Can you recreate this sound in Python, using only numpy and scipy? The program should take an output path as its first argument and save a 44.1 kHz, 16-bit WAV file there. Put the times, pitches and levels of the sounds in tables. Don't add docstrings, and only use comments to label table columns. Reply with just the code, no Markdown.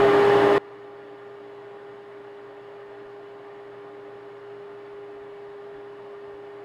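import sys
import numpy as np
from scipy import signal
from scipy.fft import rfft, irfft, next_fast_len
from scipy.io import wavfile
from scipy.ndimage import uniform_filter1d, map_coordinates

SR = 44100
rng = np.random.default_rng(int(sys.argv[2]) if len(sys.argv) > 2 else 0)


def natural_amplitude(level_db):
    exponent = np.asarray(level_db, float) / 20
    return 10 ** exponent


def master_out(mix):
    frames = np.transpose(np.atleast_2d(mix))
    ceiling = np.clip(frames, -1, 1)
    pcm = np.round(ceiling * 32767).astype(np.int16)
    wavfile.write(sys.argv[1], SR, pcm)


N = 292824
TIME = np.arange(N) / SR


def unit(x):
    return x / np.sqrt(np.mean(x ** 2) + 1e-20)


def wobble(rate, where=TIME):
    knots = rng.standard_normal(int(where[-1] * rate) + 4)
    return map_coordinates(knots, [where * rate])


def along(points, hz):
    point_hz, point_db = np.transpose(points)
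    return np.interp(np.log(hz + 1), np.log(point_hz + 1), point_db)


def bell(hz, width):
    return lambda f: 1 / (1 + (2 * (f - hz) / width) ** 2)


def band_noise(colour_db):
    m = next_fast_len(N + 8192)
    spectrum = rfft(rng.standard_normal(m))
    return irfft(spectrum * natural_amplitude(colour_db(np.fft.rfftfreq(m, 1 / SR))), m)[:N]


def tone(turns, db, unsteady_db):
    level = np.sqrt(2) * natural_amplitude(db + unsteady_db * wobble(6))
    phase_drift = 0.16 * unsteady_db * wobble(5)
    return level * np.sin(2 * np.pi * turns + phase_drift + rng.uniform(0, 2 * np.pi))


def blades():
    # time in seconds, blade-pass rate in Hz.
    wheel = [
        (0, 405.15),
        (1.2, 405.42),
        (2.2, 405.45),
        (2.7, 405.65),
        (3.6, 404.95),
        (5.1, 405.97),
        (5.9, 405.4),
        (6.64, 405.55),
    ]
    # multiple of the blade pass, level in dB beside the blade tone, unsteadiness in dB.
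    orders = [
        (2, -15, 1.2),
        (3, -32, 2),
        (4, -30, 2),
        (7, -34.5, 2),
    ]
    wheel_s, wheel_hz = np.transpose(wheel)
    turns = np.cumsum(np.interp(TIME, wheel_s, wheel_hz)) / SR
    overtones = sum(tone(k * turns, -43 + rel_db, shake) for k, rel_db, shake in orders)

    start_db, creep_db_per_s = -44, 0.26
    shift_s, shift_takes_s, shift_db, after_db_per_s = 4.4, 0.2, 1.7, -0.13
    shifted = np.clip((TIME - shift_s) / shift_takes_s, 0, 1)
    level_db = start_db + creep_db_per_s * np.minimum(TIME, shift_s)
    level_db += shifted * (shift_db + after_db_per_s * (TIME - shift_s))
    return tone(turns, level_db, 0.28) + overtones


def electric_hum():
    # frequency in Hz, level in dB, unsteadiness in dB.
    lines = [(120, -64.3, .5), (240, -77, 1), (451, -69, 2), (690.4, -71, 2), (1050.7, -65, 1.2),
             (1097, -72, 2), (1501.7, -72, 1.6), (4460, -90, 1.2), (4740, -96, 2), (8799, -104, 1.6),
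             (8920, -104, 1.6), (9040, -109, 1.6), (13379, -115, 1.6), (15677.5, -106, .4)]
    return sum(tone(hz * TIME, db, shake) for hz, db, shake in lines)


def pipe_note():
    # frequency in Hz, width in Hz, level in dB.
    column = (295, 7, -61)
    hz, width, db = column
    resonance = bell(hz, width)
    note = signal.hilbert(unit(band_noise(lambda f: 20 * np.log10(resonance(f)))))
    evened = np.real(note / (np.abs(note) + 0.74) ** 0.5)
    return natural_amplitude(db) * unit(evened)


def air_rush():
    # frequency in Hz, density in dB per Hz.
    flow = [(20, -26), (60, -23.5), (110, -24.0), (200, 0.5), (400, -0.6), (700, -2.5), (1200, -10.0),
            (2000, -13), (3000, -21), (4500, -32), (6000, -39.5), (9000, -45.5), (13000, -51.5),
            (15600, -58.5)]
    # frequency in Hz, width in Hz, gain in dB.
    pipework = [(117, 50, 12.5), (174, 8, 0.8), (197, 38, -10.1), (265, 62, -15.3), (292, 22, 9.8),
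                (346, 14, -6.0), (480, 26, -6.4), (532, 11, -3.5), (614, 15, 4.2), (673, 23, 4.9),
                (784, 93, -13.1), (797, 49, 14.6), (910, 82, 7.3), (926, 33, -9.8), (1104, 21, 4.7),
                (1136, 18, -4.7), (1181, 64, 7.1), (1319, 22, -3.9), (1356, 11, -4.0), (1406, 23, 5.8),
                (1689, 20, -10.9), (1703, 37, 8.0), (1836, 93, 6.2), (2042, 19, 5.8), (2094, 36, -7.4),
                (2280, 64, 9.4)]
    # frequency in Hz, width in Hz, gain in dB.
    shed = [(2321, 130, -12.5), (2378, 13, -5.1), (2400, 178, 8.1), (2460, 44, -7.2), (2606, 55, 7.7),
            (2607, 257, -7.7), (2812, 27, -5.4), (2924, 285, 4.5), (3189, 56, -4.6), (3429, 37, 6.7),
            (3739, 26, 6.2), (4187, 48, 5.9), (4258, 18, -5.9), (4544, 114, 5.8), (4722, 433, -3.0),
            (4739, 20, 6.8), (4836, 41, -11.5), (4839, 82, 10.4), (5002, 53, -5.7), (5181, 385, 8.4),
            (5235, 166, -10.1), (5811, 181, -5.6), (6090, 95, -5.0), (6732, 70, 7.3), (8804, 20, 8.6),
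            (8873, 25, -3.3)]
    # frequency in Hz, width in Hz, gain in dB.
    panels = [(325, 20, 2), (345, 12, -3), (450, 14, 1.5), (565, 20, 4), (580, 14, -3), (670, 16, 1.5),
              (975, 20, 3), (1200, 10, -3), (1210, 14, 6), (1225, 12, -4), (1250, 14, -4), (1267, 20, 4),
              (1450, 20, 3), (1480, 14, -4), (1640, 12, -5), (1655, 14, 5), (1885, 14, -4), (2150, 25, 3),
              (3300, 20, -5), (3345, 20, 4), (3430, 40, -2), (3860, 50, -3), (3920, 40, 4), (4410, 30, -4),
              (9750, 70, 4), (10300, 90, 3), (12400, 120, 3), (14300, 200, 2), (14950, 500, 3),
              (15500, 400, -3)]

    def colour_db(f):
        resonances = sum(db * bell(hz, width)(f) for hz, width, db in pipework + shed + panels)
        ripple = 1.2 * wobble(1 / 22, f) * np.clip(f / 2000 - 0.5, 0, 1)
        return along(flow, f) + resonances + ripple

    _, _, z = signal.stft(band_noise(colour_db), SR, nperseg=1024)
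    patches = uniform_filter1d(rng.standard_normal(z.shape), 5, axis=0)
    patches = uniform_filter1d(patches, 30, axis=1)
    rush = signal.istft(z * natural_amplitude(0.49 * unit(patches)), SR, nperseg=1024)[1][:N]
    return natural_amplitude(-48) * unit(rush)


def handling_rumble():
    # frequency in Hz, density in dB per Hz.
    low_end = [(12, -29), (25, -3), (50, 3.5), (85, -4.5), (120, -32.5)]
    start_db, growth_db_per_s, lumps_db = -94, 1.3, 2.5
    rumble = natural_amplitude(lumps_db * wobble(9)) * band_noise(lambda f: along(low_end, f))
    return natural_amplitude(start_db + growth_db_per_s * TIME) * unit(rumble)


def bumps():
    # start in seconds, peak in dB, swing in Hz.
    touches = [(0.002, -67, 50), (2.88, -69, 55), (3.05, -63, 45), (3.22, -71, 60), (3.55, -70, 55),
               (3.65, -70, 55), (3.72, -70, 55), (4.15, -64, 80), (4.93, -63, 65), (5.153, -63, 60),
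               (5.205, -62, 65), (5.32, -68, 45), (5.482, -63, 85), (5.725, -55, 145), (5.75, -63, 45),
               (5.775, -64, 55), (5.99, -69, 50), (6.275, -59, 80), (6.335, -58, 70)]
    contact_s, swing_cycles = 0.012, 0.75
    out, t = np.zeros(N + SR), np.arange(SR // 5) / SR
    for start, db, hz in touches:
        u = 3 * t / (contact_s + swing_cycles / hz)
        push = u * np.exp(-u) * np.cos(2 * np.pi * hz * t)
        out[round(start * SR):][:len(t)] += natural_amplitude(db + 12.0) * push
    return out[:N]


def scene():
    motor = blades() + electric_hum()
    air = pipe_note() + air_rush()
    return (motor + air + handling_rumble() + bumps())[None]


def top_cut(x):
    return signal.sosfilt(signal.butter(12, 16020, fs=SR, output="sos"), x)


def record(dry):
    # start in seconds, end in seconds, gain before it in dB.
    gain_cut = (.5802, .5813, 25.6)
    start, end, high_db = gain_cut
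    levelled = dry * np.interp(TIME, [start, end], [natural_amplitude(high_db), 1])
    top_hz = 15735
    m = next_fast_len(N + 8192)
    passed = np.fft.rfftfreq(m, 1 / SR) < top_hz
    mix = irfft(rfft(levelled, m) * passed, m)[:, :N]
    return top_cut(mix)


dry = scene()
out = record(dry)
master_out(out)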